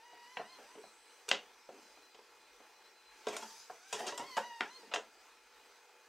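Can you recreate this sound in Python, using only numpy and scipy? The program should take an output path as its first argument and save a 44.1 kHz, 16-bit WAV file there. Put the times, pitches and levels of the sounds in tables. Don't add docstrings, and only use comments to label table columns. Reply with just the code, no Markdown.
import sys
import numpy as np
from scipy import signal
from scipy.fft import rfft, irfft, next_fast_len
from scipy.io import wavfile
from scipy.ndimage import uniform_filter1d, map_coordinates

SR = 44100
rng = np.random.default_rng(int(sys.argv[2]) if len(sys.argv) > 2 else 0)


def store_wav(level_fs):
    pcm = np.round(np.clip(np.atleast_2d(level_fs), -1, 1) * 32767)
    wavfile.write(sys.argv[1], SR, pcm.T.astype(np.int16))


N = 268392

# (time [s], relative level [dB], brightness [dB per octave],
# limit above which the contact is too soft to ring [Hz], chatter [s], ring of the struck spot [Hz])
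SHELL_KNOCKS = [(.37, -2, -.5, 2700, 0.0016, 453), (.391, -5.5, -1.5, 1910, 0.0076, 730),
                (.837, -15.5, 0, 1380, 0.0024, 890), (1.282, -15, -3, 8000, 0.0024, 450),
                (1.2895, -7.5, 0.5, 9600, .0012, 940), (1.295, -7.5, -1, 5000, 0.015, 900),
                (1.314, 8, 2.5, 3520, 0.00013, 536), (2.146, -21.5, -3, 5870, 0.0023, 474),
                (3.269, -0.5, -6, 7960, 0.0023, 660), (3.283, -8, -2, 8600, 0.0035, 430),
                (3.323, -8, -4, 9000, 0.012, 420), (3.366, -6, -1, 9400, 0.0019, 690),
                (3.423, -11, -3, 9000, 0.006, 915), (3.698, -6.5, -2, 1480, 0.0021, 625),
                (3.927, 0, -2.5, 9300, 0.003, 990), (3.94, -5.5, -3, 7000, 0.011, 390),
                (3.992, -13, -1.5, 10000, 0.0034, 694), (4.004, -4, -10.5, 9000, 0.0023, 880),
                (4.031, -9, -11.5, 9000, 0.019, 830), (4.066, -6, -1.5, 9300, .0054, 910),
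                (4.076, -6, 0, 6000, 0.0062, 1650), (4.122, -9, -6.5, 6000, 0.0029, 980),
                (4.177, -9.5, -0.5, 10200, 0.0027, 920), (4.192, -4, -7.5, 8000, 0.0086, 875),
                (4.368, 0, -4, 7000, 0.0026, 920), (4.374, 7.5, 5, 1390, 0.005, 927),
                (4.605, -3.5, -3.5, 2550, 0.0041, 626), (4.608, 3, 3, 2590, 0.00051, 1400),
                (4.914, -9, -0.5, 3500, 0.007, 726), (4.938, -2, 1, 4000, 0.00044, 476),
                (4.941, -1.5, -2, 7400, 0.0032, 705), (4.9603, 1, -2, 3180, 0.00029, 506)]
# (time [s], relative level [dB], ring of the struck spot [Hz])
TYRE_BUMPS = [(.129, -23.5, 940), (.587, -18, 493), (.753, -19.5, 446), (.78, -18, 410), (1.317, -11, 185),
              (1.689, -16, 416), (1.97, -26, 274), (2.189, -21.5, 880), (2.6, -28, 714),
              (4.832, -25.5, 425), (4.965, -17, 200)]
BUMP_TILT_DB, BUMP_SOFT_HZ, BUMP_CHATTER_S = -8, 5000, 0.0025
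# (frequency [Hz], relative level [dB])
SHELL_RADIATION = [(30, -29.5), (80, -44), (130, -22), (190, -18.5), (300, -11), (420, -1), (1000, -1.5),
                   (3400, -2), (4300, -3.5), (5200, 1), (7200, 2.5), (10000, -4.5), (15000, -9.5)]
# (frequency [Hz], width [Hz], level over the plain blow [dB])
SHELL_MODES = [(181, 10, -5), (221, 16.8, 8.5), (294.6, 11, 4), (427, 27, -1), (480, 26, -27),
               (580, 41, -6), (731, 49, 4.5), (979, 90, -0.5), (1380, 190, -2.5), (1606, 30, 0),
               (2018, 12, 3.5), (2740, 324, 2.5), (3180, 440, -3), (3700, 160, -1)]
MODE_SPACING_HZ = 192.2
# (frequency [Hz], time to fall 60 dB [s])
HALL_DECAY = [(100, 0.25), (230, 0.34), (450, 0.23), (2500, 0.22), (6000, 0.21), (12000, .16)]
# (frequency [Hz], relative level [dB])
HALL_COLOUR = [(200, 0.5), (450, 1), (1500, -3.5), (3000, -5), (6500, -0.5), (12000, -3.5)]

# (time [s], tooth rate [Hz]); the fundamental sounds 1 % lower
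FIRST_SWING_RATE = [(0.0, 873.8), (0.054, 968.4), (0.26, 960.4), (0.342, 1030), (0.424, 866.3),
                    (0.444, 935.0), (0.516, 1063), (0.57, 1017), (0.63, 772.2), (0.716, 1007), (0.75, 1042),
                    (0.8, 966.3)]
SECOND_SWING_RATE = [(3.44, 886), (3.552, 906.0), (3.568, 968.0), (3.67, 907), (3.758, 663.1),
                     (3.872, 780.4), (3.982, 833.6), (4.048, 964.1), (4.114, 936.7), (4.166, 1002),
                     (4.2, 917), (4.268, 1104), (4.41, 920), (4.464, 973.7), (4.636, 907), (4.664, 812),
                     (4.716, 1014), (4.766, 1047), (4.85, 917)]
# (time [s], hold [s], fundamental level [dB], reference level of the overtones [dB])
GEAR_STRAINS = [(0.082, 0.22, -62, -67.5), (0.42, 0.032, -65.5, -65), (.52, .18, -66.5, -78),
                (3.435, .02, -59, -86), (4.01, 0.46, -62, -60), (4.458, 0.091, -51, -60.5),
                (4.661, .015, -77, -63.5)]
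GEAR_RISE_DB_PER_S, GEAR_FALL_DB_PER_S = 58, 72
# (multiple of the tooth rate, level against the reference [dB])
GEAR_OVERTONES = [(2, 0.5), (3, -3), (4, -9), (5, -13.5), (6, -15), (7, -45)]
# (middle [s], half length [s], pitch [Hz], reference level of each of two sines [dB])
GEAR_SQUEALS = [(0.376, 0.045, 4190, -66), (0.515, .055, 4180, -64.5), (3.5, 0.033, 5860, -65),
                (4.322, 0.068, 4400, -63), (4.752, 0.04, 4170, -62.5)]

# (time [s], hold [s], level [dB])
TREAD_ROLLS = [(.55, 0.21, -64.5), (1.72, 0.14, -65), (3.31, 0.027, -48.5), (4.0, 0.024, -48.5),
               (4.23, 0.054, -62.5), (4.82, 0.16, -63)]
ROLL_IDLE_DB, ROLL_RISE_DB_PER_S, ROLL_FALL_DB_PER_S = -77, 189, 148
# (frequency [Hz], relative density [dB per Hz])
ROLL_COLOUR = [(40, -43), (110, -53), (200, -5), (420, 2.5), (900, -1), (1500, -8), (3000, -6), (5000, -24),
               (15000, -36)]
# (time [s], hold [s], reference level [dB])
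TREAD_SCRUBS = [(.25, 0.44, -64), (1.22, 0.037, -66), (1.78, 0.049, -64.5), (3.39, 0.13, -51),
                (3.98, 0.012, -49.5), (4.31, 0.054, -56), (4.6, 0.21, -62.5)]
SCRUB_IDLE_DB, SCRUB_RISE_DB_PER_S, SCRUB_FALL_DB_PER_S = -68, 89, 46
# (frequency [Hz], relative density [dB per Hz])
SCRUB_COLOUR = [(200, -16), (1500, 2), (3200, 0), (4400, 2.5), (6000, 4), (8000, -3), (9500, -7),
                (12500, -10.5), (15500, -17)]

# (time [s], hold [s], level [dB])
BRUSH_SWISHES = [(.8, .32, -72.5)]
SWISH_SLOPE_DB_PER_S = 43
# (frequency [Hz], relative density [dB per Hz])
BRISTLE_COLOUR = [(3000, -45), (7200, -18), (7800, 0), (8200, -3), (8750, -8), (9400, -7), (10200, -26),
                  (15000, -38)]

# (frequency [Hz], level [dB])
MOTOR_HUM = [(479, -80), (867, -76.5), (1351, -81), (1669, -85), (2110, -82.5), (2482, -77), (4850, -97)]
# (frequency [Hz], relative density [dB per Hz])
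MOTOR_WHIRR = [(25, -29), (45, -10.5), (75, -24.5), (135, -67), (216, -19), (371, -5), (473, 0), (560, -10),
               (881, -2), (1180, -5), (2390, -7), (3700, -12), (8000, -20.5), (10500, -27), (15800, -26)]
# (time [s], hold [s], level [dB])
DRIVE_WHISTLES = [(.85, .33, -74.5), (1.87, .2, -72), (2.25, .45, -78), (2.8, .35, -72.5), (5.62, .15, -78)]
WHISTLE_HZ, WHISTLE_IDLE_DB, WHISTLE_SLOPE_DB_PER_S = 4056, -83, 152
# (frequency [Hz], width [Hz], level over the plain sound [dB])
CHASSIS_MODES = [(1490, 230, -11.5), (4270, 37, -22), (4860, 44, 4.5), (5810, 170, -9), (6150, 130, -3.5),
                 (7850, 340, -8), (8730, 400, -6), (12700, 390, -22)]

# (frequency [Hz], side minus mid [dB])
BLOW_WIDTH = [(60, -17), (130, -35), (290, -51), (640, -43), (1410, -46), (3100, -44), (6820, -30),
              (15000, -37)]
RUNNING_WIDTH = [(60, -12), (130, -28), (290, -50), (640, -38), (1410, -100), (3100, -10), (6820, -7),
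                 (15000, -4.5)]
TOP_HZ = 15800


def contact_force(chatter_s, clean_s):
    t = np.arange(8192) / SR
    envelope = np.exp(-t / (2 * chatter_s)) * (1 - np.exp(-3 * t / chatter_s))
    chatter = rng.standard_normal(len(t)) * envelope
    clean_share = 1 / (1 + (chatter_s / clean_s) ** 2)
    force = np.sqrt(1 - clean_share) * chatter / np.linalg.norm(chatter)
    force[0] += np.sqrt(clean_share)
    return force


def near_paths(size, near_db):
    near = np.r_[1, np.zeros(size - 1)]
    delays = rng.integers(SR // 4000, SR // 300, size=4)
    near[delays] += amp(near_db) * rng.choice([-1, 1], size=4)
    return near


def knocks(room_db, clean_s, level_db, spot_db, spot_width_hz, build_s, lag_s, near_db, snap_db, uneven_db):
    size = 16384
    out = np.zeros(N + size)
    hz = np.fft.rfftfreq(size, 1 / SR)
    body = 1 + sum(amp(db) * resonance(hz, centre, width) for centre, width, db in SHELL_MODES)
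    wet = causal(amp(room_db + along(HALL_COLOUR, hz)))
    shell_db = along(SHELL_RADIATION, hz)
    bending = np.exp(-4j * np.pi * lag_s * np.sqrt(1000 * hz))
    octaves = np.log2(np.clip(hz, 400, 6400) / 1000)
    bumps = [(s, db, BUMP_TILT_DB, BUMP_SOFT_HZ, BUMP_CHATTER_S, spot_hz) for s, db, spot_hz in TYRE_BUMPS]
    for s, db, tilt_db, soft_hz, chatter_s, spot_hz in list(SHELL_KNOCKS) + bumps:
        force = contact_force(chatter_s, clean_s)
        paths = rfft(near_paths(size, near_db)) + wet * rfft(hallway(build_s), size)
        softness = 1 / np.sqrt(1 + (hz / soft_hz) ** 8)
        uneven = uneven_db * np.interp(hz / MODE_SPACING_HZ, np.arange(400), rng.standard_normal(400))
        colour = causal(amp(db + tilt_db * octaves + shell_db + uneven) * (softness + amp(snap_db)))
        ring = body + amp(spot_db) * resonance(hz, spot_hz, spot_width_hz)
        out[round(s * SR):][:size] += irfft(rfft(force, size) * colour * ring * bending * paths)
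    return amp(level_db) * out[:N]


def gears(rough_db, smear):
    hz, = curves(list(FIRST_SWING_RATE) + list(SECOND_SWING_RATE))
    fundamental_rows = [(s, hold, db) for s, hold, db, _ in GEAR_STRAINS]
    overtone_rows = [(s, hold, db) for s, hold, _, db in GEAR_STRAINS]
    fundamental = swells(fundamental_rows, GEAR_RISE_DB_PER_S, GEAR_FALL_DB_PER_S)
    upper = swells(overtone_rows, GEAR_RISE_DB_PER_S, GEAR_FALL_DB_PER_S)
    phase = 2 * np.pi * np.cumsum(hz) / SR + smear * (wobble(170) + wobble(46))

    def partial(k):
        return unit(np.sin(k * phase) * amp(rough_db * wobble(110)))

    overtones = sum(amp(db) * partial(k) for k, db in GEAR_OVERTONES)
    return fundamental * partial(0.99) + upper * overtones


def gear_squeals():
    t = np.arange(N) / SR
    out = np.zeros(N)
    for s, half, hz, db in GEAR_SQUEALS:
        envelope = np.exp(-((t - s) / half) ** 4)
        rasp = unit(amp(1.1 * wobble(400)))
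        pair = tone(hz, waver=.016, flutter_db=5.5) + tone(hz, waver=0.02, flutter_db=5)
        out += amp(db) * envelope * rasp * pair
    return out


def tyres(slip_db, grit_db, grit_rate):
    rolling = np.hypot(amp(ROLL_IDLE_DB), swells(TREAD_ROLLS, ROLL_RISE_DB_PER_S, ROLL_FALL_DB_PER_S))
    scrubbing = np.hypot(amp(SCRUB_IDLE_DB), swells(TREAD_SCRUBS, SCRUB_RISE_DB_PER_S, SCRUB_FALL_DB_PER_S))
    rumble = rush(ROLL_COLOUR, grain_db=-1.0, grain_rate=97, patchy_db=6.0)
    roll = rolling * amp(0.63 * wobble(30)) * rumble
    slips = rush(SCRUB_COLOUR, grain_db=1.5, grain_rate=440, patchy_db=4.2)
    snaps = (rng.random(N) < grit_rate / SR) * rng.standard_normal(N)
    burst = rng.standard_normal(SR // 100) * np.exp(-np.arange(SR // 100) / SR / .0012)
    ticks = signal.fftconvolve(snaps, burst)[:N]
    grit = unit(filtered(ticks, lambda hz: amp(along(SCRUB_COLOUR, hz))))
    scrub = amp(slip_db) * slips + amp(grit_db) * grit
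    return roll + scrubbing * amp(0.31 * wobble(40)) * scrub


def brush():
    hiss = rush(BRISTLE_COLOUR, grain_db=1.5, grain_rate=400, patchy_db=.7)
    return swells(BRUSH_SWISHES, SWISH_SLOPE_DB_PER_S, SWISH_SLOPE_DB_PER_S) * hiss


def motors(whirr_db, whistle_hz):
    hum = sum(amp(db) * tone(hz, waver=0.00476, flutter_db=1.6) for hz, db in MOTOR_HUM)
    louder = swells(DRIVE_WHISTLES, WHISTLE_SLOPE_DB_PER_S, WHISTLE_SLOPE_DB_PER_S)
    whistle = np.hypot(amp(WHISTLE_IDLE_DB), louder) * tone(whistle_hz, waver=0.00055, flutter_db=4.0)
    noise = rush(MOTOR_WHIRR, grain_db=0.9, grain_rate=130, patchy_db=2.0)
    return amp(whirr_db + 1.16 * wobble(8)) * noise + hum + whistle


def chassis(x):
    return filtered(x, lambda hz: 1 + sum(amp(db) * resonance(hz, c, w) for c, w, db in CHASSIS_MODES))


def hallway(build_s):
    hz, t, z = signal.stft(rng.standard_normal(SR // 3), SR, nperseg=256)
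    decay = amp(-60 * t / along(HALL_DECAY, hz)[:, None])
    tail = signal.istft(z * decay, SR, nperseg=256)[1]
    tail = tail * (1 - np.exp(-np.arange(len(tail)) / SR / build_s))
    return tail / np.linalg.norm(tail)


def stereo(x, width, scatter_s):
    t = np.arange(SR // 4) / SR
    scatter = rng.standard_normal(len(t)) * t * np.exp(-t / scatter_s)
    side = signal.fftconvolve(x, scatter / np.linalg.norm(scatter))[:N]
    side = filtered(side, lambda hz: amp(along(width, hz)))
    return np.array([x + side, x - side])


def rush(spectrum, grain_db, grain_rate, patchy_db):
    grainy = rng.standard_normal(N) * amp(grain_db * wobble(grain_rate))
    z = signal.stft(grainy, nperseg=512)[2]
    patches = uniform_filter1d(rng.standard_normal(z.shape), size=3, axis=0)
    patches = uniform_filter1d(patches, size=14, axis=1)
    noise = signal.istft(z * amp(patchy_db * unit(patches)), nperseg=512)[1][:N]
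    return unit(filtered(noise, lambda hz: amp(along(spectrum, hz))))


def tone(hz, waver, flutter_db):
    phase = 2 * np.pi * np.cumsum(hz * (1 + waver * wobble(60))) / SR
    return unit(np.sin(phase) * amp(flutter_db * wobble(30)))


def swells(rows, rise_db_per_s, fall_db_per_s):
    t = np.arange(N) / SR
    each = []
    for s, hold, db in rows:
        rise = rise_db_per_s * np.maximum(s - t, 0)
        fall = fall_db_per_s * np.maximum(t - s - hold, 0)
        each.append(amp(db - rise - fall))
    return np.linalg.norm(each, axis=0)


def resonance(hz, centre, width):
    return 1j * hz * width / (centre ** 2 - hz ** 2 + 1j * hz * width)


def causal(gain):
    cepstrum = irfft(np.log(np.maximum(gain, 1e-6)))
    half = len(cepstrum) // 2
    return np.exp(rfft(np.r_[cepstrum[0], 2 * cepstrum[1:half], np.zeros(half)]))


def filtered(x, response):
    m = next_fast_len(N + SR // 2)
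    return irfft(rfft(x, m) * response(np.fft.rfftfreq(m, 1 / SR)), m)[..., :N]


def wobble(rate):
    knots = rng.standard_normal(int(N * rate / SR) + 4)
    return map_coordinates(knots, [np.arange(N) * rate / SR])


def curves(rows):
    s, *cols = np.transpose(rows)
    return [np.interp(np.arange(N) / SR, s, c) for c in cols]


def along(points, hz):
    f, v = np.transpose(points)
    return np.interp(np.log(hz + 1), np.log(f + 1), v)


def amp(db):
    return 10 ** (np.asarray(db) / 20)


def unit(x):
    return x / np.sqrt(np.mean(x ** 2) + 1e-20)


def scene():
    blows = knocks(room_db=-.5, clean_s=0.0012, level_db=-4.5, spot_db=6.5, spot_width_hz=77,
                   build_s=0.0016, lag_s=0.00069, near_db=-10, snap_db=-40.5, uneven_db=2.5)
    drive = gears(rough_db=3.0, smear=0.28) + motors(whirr_db=-65.5, whistle_hz=WHISTLE_HZ)
    treads = tyres(slip_db=-5.0, grit_db=-18.5, grit_rate=450)
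    running = chassis(drive + treads) + brush() + gear_squeals()
    return stereo(blows, BLOW_WIDTH, scatter_s=0.0063) + stereo(running, RUNNING_WIDTH, scatter_s=0.016)


def record(dry):
    return filtered(dry, lambda hz: hz < TOP_HZ)


dry = scene()
out = record(dry)
store_wav(out)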